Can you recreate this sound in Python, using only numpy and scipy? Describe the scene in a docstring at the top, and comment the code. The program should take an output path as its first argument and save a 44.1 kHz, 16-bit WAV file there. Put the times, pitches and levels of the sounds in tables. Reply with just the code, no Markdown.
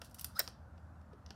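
"""The eyes of a doll snap open and rattle its hollow head, as a hand pulls the string, close by in a
quiet room. Each contact is a crack, a dying burst of noise and the ringing modes of the shell.
A cam squeaks by stick-slip, a pawl drops back with short pings, and the string ticks and rubs as
noise grains. Light ticks and a soft bump with a sagging pitch follow.
Below lie scattered reflections, shaped noise for the room's rumble and hiss, and a wavering hum."""
import sys
import numpy as np
from scipy import signal
from scipy.fft import rfft, irfft
from scipy.io import wavfile
from scipy.ndimage import uniform_filter1d

SR = 44100
rng = np.random.default_rng(int(sys.argv[2]) if len(sys.argv) > 2 else 0)


def waveform_to_disk(signal):
    """Save audio, clipped to [-1, 1], as 16-bit WAV at the path in sys.argv[1]."""
    frames = np.transpose(np.atleast_2d(signal))
    scaled = np.clip(frames, -1, 1) * 32767
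    samples = np.round(scaled).astype(np.int16)
    wavfile.write(sys.argv[1], SR, samples)


N = 59535  # samples, 1.35 s


def amp(db):
    """Level law: decibels to an amplitude gain."""
    return 10 ** (np.asarray(db) / 20)


def unit(x):
    """Energy normalisation: scales the sum of squares to 1."""
    return x / np.sqrt(np.sum(x ** 2) + 1e-20)


def evened(x):
    """Power normalisation: scales the rms to 1."""
    return unit(x) * np.sqrt(x.size)


def read(points, hz):
    """Logarithmic frequency scale: interpolates a spectrum along it."""
    f, value = np.transpose(points)
    return np.interp(np.log(hz + 1), np.log(f + 1), value)


def add(mix, s, sound):
    """Superposition: adds a sound to the mix from time s."""
    part = mix[max(round(s * SR), 0):][:len(sound)]
    part += sound[:len(part)]


def wander(size, hz):
    """Low-passed noise: slow random motion of rms 1, with little above the given rate."""
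    f = np.fft.rfftfreq(N, 1 / SR)
    smooth = rfft(rng.standard_normal(N)) / (1 + (f / hz) ** 4)
    return evened(irfft(smooth, N))[:size]


def causal(gain_db):
    """Minimum phase: the Hilbert transform of the log gain gives a response with no pre-echo."""
    log_gain = np.log(amp(np.r_[gain_db, gain_db[-2:0:-1]]))
    return np.exp(np.conj(signal.hilbert(log_gain)))[:len(gain_db)]


# Centres of the five registers that colour a contact, bass to top: frequency [Hz]
REGISTER_HZ = [600, 1500, 5000, 9000, 14000]
# Modes of the hollow head: (frequency [Hz], relative level [dB], T60 [s])
SHELL_MODES = [(628, 6, .036), (690, -7, .04), (1285, -5, .045), (1460, -7, .045), (1522, -5, .045),
               (1785, -2, .05), (2345, -7, .035), (4000, -7, .05), (4730, -6, .04), (5042, -4, .04),
               (5500, -11, .015), (7260, -8, .025), (13650, -5, .006), (14850, -7, .007)]
CONTACT_DB, ATTACK_S = 25.5, 0.00074


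def contact(decay, levels_db, crack, ring_db, linger, material, size=8192):
    """Impact excitation: a crack, dense vibration dying by register, and the modal ring of the shell."""
    t, hz = np.arange(size) / SR, np.fft.rfftfreq(size, 1 / SR)
    reference_hz = REGISTER_HZ[2]
    noise, burst = rfft(rng.standard_normal(size)), np.zeros(size)
    for centre, mask in zip(REGISTER_HZ, np.eye(len(REGISTER_HZ))):
        band = read(list(zip(REGISTER_HZ, mask)), hz) > .5
        # a positive linger makes lower registers die more slowly
        life = max(decay, 1e-4) * (reference_hz / centre) ** linger
        envelope = (1 - np.exp(-t / ATTACK_S)) * np.exp(-t / life)
        burst += np.sqrt(band.mean()) * unit(irfft(noise * band) * envelope)
    ring = np.zeros(size)
    for f, db, t60 in SHELL_MODES:
        mode = unit(amp(-60 * t / t60) * np.sin(2 * np.pi * f * t))
        ring += amp(db) * np.sqrt(f / SR) * mode
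    body = burst + amp(ring_db) * ring
    body[0] += crack
    tilt = -10 * np.log10(np.maximum(hz, REGISTER_HZ[0]) / reference_hz)  # -3 dB per octave
    colour = read(list(zip(REGISTER_HZ, levels_db)), hz) + read(material, hz) + tilt
    return amp(CONTACT_DB) * irfft(rfft(body) * causal(colour))


# Blows of the eye carriage on the shell, levels relative: (time [s], decay at mid [s], shell ring [dB],
# bass [dB], low-mid [dB], mid [dB], treble [dB], top [dB])
CARRIAGE_BLOWS = [(0.3891, 0.00091, -15.5, -46, -31.5, -55, -53, -67.5),
                  (0.3929, .0012, 13, -52.5, -43.5, -38, -33, -28),
                  (.3928, 0.0029, -13.5, -48, -44, -35.5, -26.5, -22),
                  (.3941, 0.0034, -11.5, -46, -36, -23.5, -30, -31.5),
                  (0.3996, .003, -17, -43, -39.5, -23, -37, -44),
                  (.4015, 0.0044, 3.5, -37.5, -34.5, -37, -51.5, -51.5),
                  (.4045, 0.0032, -12.5, -37.5, -38, -36.5, -59, -52.5),
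                  (0.4136, .004, -17, -62, -57.5, -41.5, -50, -51.5)]
# Colour of the eye carriage against the head: (frequency [Hz], relative level [dB])
CARRIAGE_COLOUR = [(100, -26.5), (330, -9), (480, -9), (630, 1), (850, -8), (1080, -6), (1350, -1),
                   (1800, 2), (2700, -9), (3600, -6.5), (4000, -2.5), (4300, -8), (4750, -1), (5550, 4),
                   (6100, -7), (7300, -2.5), (9000, 0), (11500, -3), (14000, 3), (16000, -4)]
BLOW_DB, BLOW_CRACK, BLOW_RING_DB, BLOW_BASS_LINGER = -2.5, 0.16, -1.5, .35


def blows():
    """Repeated impact: the eye carriage hits its stop and rattles, ringing the shell."""
    out = np.zeros(N)
    for s, decay, ring_db, *levels in CARRIAGE_BLOWS:
        blow = contact(decay, levels, BLOW_CRACK, ring_db + BLOW_RING_DB, BLOW_BASS_LINGER, CARRIAGE_COLOUR)
        add(out, s, blow)
    return amp(BLOW_DB) * out


# Course of the cam's squeak: (time [s], pitch [Hz], tone level [dB], singing shell mode level [dB])
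SQUEAK_COURSE = [(.353, 1280, -66, -66), (0.361, 1270, -53, -53), (0.366, 1260, -57, -52),
                 (0.368, 1360, -45, -64), (.375, 1365, -51, -64.5), (0.38, 1562, -50.5, -69),
                 (.385, 1590, -63.5, -60), (.390, 1580, -69.5, -62.5)]
# Its partials: (multiple of the pitch, relative level [dB])
SQUEAK_HARMONICS = [(1, 0), (3, -9)]
SHELL_HZ = 5070
PITCH_JITTER, SHELL_JITTER = .025, .008  # rms, as a fraction of the frequency


def squeak():
    """Stick-slip: the cam slips faster as the string tightens, and sets one shell mode singing."""
    t = np.arange(N) / SR
    s, pitch, tone_db, shell_db = np.transpose(SQUEAK_COURSE)
    pitch_hz = np.interp(t, s, pitch) * (1 + PITCH_JITTER * wander(N, hz=596))
    turns = np.cumsum(pitch_hz) / SR
    tone = sum(amp(db) * np.sin(2 * np.pi * round(k) * turns) for k, db in SQUEAK_HARMONICS)
    shell_hz = SHELL_HZ * (1 + SHELL_JITTER * wander(N, hz=500))
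    shell = np.sin(2 * np.pi * np.cumsum(shell_hz) / SR)
    sound = tone * amp(np.interp(t, s, tone_db)) + shell * amp(np.interp(t, s, shell_db))
    return np.sqrt(2) * sound * (t > s[0]) * (t < s[-1])


# Colour of the small parts (string, joints, pawl): (frequency [Hz], relative level [dB])
PLASTIC_COLOUR = [(100, -14), (330, -12), (600, -2.5), (1000, -4), (1450, 0.5), (2350, -10), (2850, 1),
                  (3250, -7), (3600, -2), (4100, -7), (4700, -1), (5800, 3), (6400, -8), (9000, 0),
                  (11000, 0.5), (14000, -0.5), (16000, -10.5)]
TICK_CRACK, TICK_RING_DB = 0.52, -24
# Clicks of the pawl, knock levels relative: (time [s], ping [Hz], ping peak [dB], decay at mid [s],
# bass [dB], low-mid [dB], mid [dB], treble [dB], top [dB])
PAWL_CLICKS = [(0.4767, 5140, -33, 0.0021, -44.5, -45.5, -41.5, -52.5, -51),
               (1.2627, 5500, -48.5, 0.0019, -80, -66.5, -50, -71.5, -75),
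               (1.306, 5330, -42.5, 0.0025, -44.5, -49.5, -45.5, -61, -65)]
PING_RISE_S, PAWL_BASS_LINGER = 0.00026, 0.56


def pawl(size=600):
    """Damped resonance: the small stiff pawl pings for a millisecond and knocks on the head."""
    out, t = np.zeros(N), np.arange(size) / SR
    swell = t / PING_RISE_S * np.exp(1 - t / PING_RISE_S)
    for s, hz, db, decay, *levels in PAWL_CLICKS:
        add(out, s, amp(db) * swell * np.sin(2 * np.pi * hz * t))
        knock = contact(decay, levels, TICK_CRACK, TICK_RING_DB, PAWL_BASS_LINGER, PLASTIC_COLOUR)
        add(out, s, knock)
    return out


# Light ticks of string and joints, levels relative: (time [s], decay at mid [s],
# bass [dB], low-mid [dB], mid [dB], treble [dB], top [dB])
LIGHT_TICKS = [(0.0167, 0.0027, -46, -44.5, -43, -50, -55), (0.046, 0.0028, -75, -82, -54.5, -54, -55),
               (0.054, .005, -68, -92, -56.5, -60, -62), (0.0968, 0.0023, -85, -82, -74, -65, -65),
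               (0.1117, 0.0045, -68, -89, -57.5, -60, -62), (0.1451, 0.0044, -78, -61, -52.5, -47.5, -44),
               (0.186, .006, -78, -55.5, -51, -53, -56), (0.1947, .0045, -85, -57, -47.5, -41.5, -44),
               (0.2112, 0.0053, -65, -63, -46.5, -46, -35),
               (0.2447, 0.0029, -57.5, -46.5, -36.5, -34, -28.5),
               (0.4865, 0.0018, -78, -65.5, -62, -52, -59), (.7785, 0.0039, -72, -63, -65.5, -80.5, -87),
               (1.0141, .002, -59, -77, -71.5, -79, -84), (1.132, .005, -76, -58.5, -67.5, -75, -84),
               (1.2896, 0.005, -76, -70, -60, -78, -92)]
TICK_BASS_LINGER = 0.39


def ticks():
    """Weak impact: light contacts of string and joints barely excite the shell modes."""
    out = np.zeros(N)
    for s, decay, *levels in LIGHT_TICKS:
        tick = contact(decay, levels, TICK_CRACK, TICK_RING_DB, TICK_BASS_LINGER, PLASTIC_COLOUR)
        add(out, s, tick)
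    return out


# String sliding through the head: (time [s], level [dB])
RUB_LEVEL = [(0, -88), (.02, -72), (.06, -65.5), (.085, -76), (.135, -81), (0.159, -70), (.18, -73),
             (.192, -58), (.207, -65.5), (.235, -67), (.262, -67.5), (.30, -76), (.348, -73.5), (.366, -58),
             (0.391, -59.5), (.44, -60.5), (.50, -74.5), (.54, -100.5)]
# Colour of the sliding: (frequency [Hz], relative level [dB])
RUB_SPECTRUM = [(300, -12), (1500, 0), (2800, -3.5), (4800, 8), (7000, 0), (11000, -0.5), (15500, -6.5)]
GRIT_PER_S, GRIT_SPREAD_DB = 13000, 1


def rub():
    """Dry friction: the string drags over plastic in a fine grit of tiny random slips."""
    loudness = amp(GRIT_SPREAD_DB * np.minimum(rng.exponential(1, N), 4))
    slips = rng.standard_normal(N) * loudness * (rng.random(N) < GRIT_PER_S / SR)
    grit = irfft(rfft(slips) * amp(read(RUB_SPECTRUM, np.fft.rfftfreq(N, 1 / SR))), N)
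    s, level = np.transpose(RUB_LEVEL)
    t = np.arange(N) / SR
    return evened(grit) * amp(np.interp(t, s, level)) * (t < s[-1])


BUMP_S, BUMP_HZ, BUMP_DB, BUMP_RISE_S = 1.131, 592, -51, .004
BUMP_SAG = 0.51  # fraction of the starting pitch that the sag tends to


def bump(size=2600):
    """Soft impact: the hand on the body gives a dull, short knock whose pitch sags."""
    u = np.arange(size) / SR / BUMP_RISE_S
    hz = BUMP_HZ * (1 - BUMP_SAG * (1 - np.exp(-u / 2)))
    return amp(BUMP_DB) * u * np.exp(1 - u) * np.sin(2 * np.pi * np.cumsum(hz) / SR)


# Reverberation: (frequency [Hz], T60 [s], relative level [dB])
ROOM_DECAY = [(303.4, 0.35, -2.5), (1507, 0.42, -5), (3400, 0.36, -2), (5300, 0.26, -3), (9350, 0.18, 2.5),
              (13870, 0.17, -5)]
ROOM_DELAY_S = .007


def room(x):
    """Diffuse reverberation: sparse random reflections of a small room, the treble dying sooner."""
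    taps = rng.standard_normal(SR // 2) * (rng.random(SR // 2) < .2)
    hz, t, z = signal.stft(taps, SR, nperseg=256)
    f, t60, db = np.transpose(ROOM_DECAY)
    decay_db = -60 * t / read(np.c_[f, t60], hz)[:, None]
    z = z * amp(read(np.c_[f, db], hz)[:, None] + decay_db)
    reflections = unit(signal.istft(z, SR, nperseg=256)[1])
    out = np.zeros(N)
    add(out, ROOM_DELAY_S, signal.fftconvolve(x, reflections))
    return out


# Spectrum of the room air: (frequency [Hz], relative density [dB per Hz])
AIR_SPECTRUM = [(20, -55.5), (36, -35), (48, -15), (62, -1.5), (80, -1.5), (115, -7.5), (180, -9),
                (260, -13.5), (380, -26), (600, -18.5), (1000, -22), (1450, -23), (2200, -41), (3200, -46),
                (5500, -47.5), (8000, -51.5), (13000, -54.5), (16000, -70.5)]
# Swelling and fading of the hum: (time [s], relative level [dB])
HUM_SWELL = [(0, -3.5), (.27, 0), (.45, -4), (.63, 2.5), (.9, 4), (1.03, -1), (1.15, -8.5), (1.35, -4.5)]
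AIR_DB, AIR_PATCH_DB = -57, 1.5
HUM_HZ, HUM_DB, HUM_WAVER = 80, -59, 0.33  # waver: rms, as a fraction of amplitude and as radians of phase


def air():
    """Filtered noise and modulation: low rumble and dull hiss of the room, with a wavering hum."""
    t = np.arange(N) / SR
    hz, _, z = signal.stft(rng.standard_normal(N), SR, nperseg=2048, noverlap=1536)
    # smooth random patches over frequency and time
    patches = uniform_filter1d(rng.standard_normal(z.shape), size=12, axis=0)
    patches = evened(uniform_filter1d(patches, size=5, axis=1))
    z = z * amp(read(AIR_SPECTRUM, hz)[:, None] + AIR_PATCH_DB * patches)
    wash = signal.istft(z, SR, nperseg=2048, noverlap=1536)[1][:N]
    strength = 1 + HUM_WAVER * wander(N, hz=18)
    hum = strength * np.sin(2 * np.pi * HUM_HZ * t + HUM_WAVER * wander(N, hz=4.4))
    swell = amp(np.interp(t, *np.transpose(HUM_SWELL)))
    return amp(AIR_DB) * evened(wash) + amp(HUM_DB) * evened(hum) * swell


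SNAP_ROOM_DB, LIGHT_ROOM_DB = -17, -12  # reverberant relative to direct level


def scene():
    """Superposition: direct sound of the sources, their reverberation and the room air."""
    snap = blows() + squeak()
    light = ticks() + rub() + pawl()
    add(light, BUMP_S, bump())
    echoes = room(amp(LIGHT_ROOM_DB) * light + amp(SNAP_ROOM_DB) * snap)
    return (light + snap + echoes + air())[None]


LOW_CUT_HZ, EDGE_HZ = 46, 16000


def record(dry):
    """Band limiting: a low cut, then a linear-phase treble limit."""
    low_cut = signal.butter(4, LOW_CUT_HZ, "high", fs=SR, output="sos")
    treble_limit = signal.firwin(201, EDGE_HZ, window=("kaiser", 8), fs=SR)
    return signal.oaconvolve(signal.sosfilt(low_cut, dry), treble_limit[None], "same")


dry = scene()
out = record(dry)
waveform_to_disk(out)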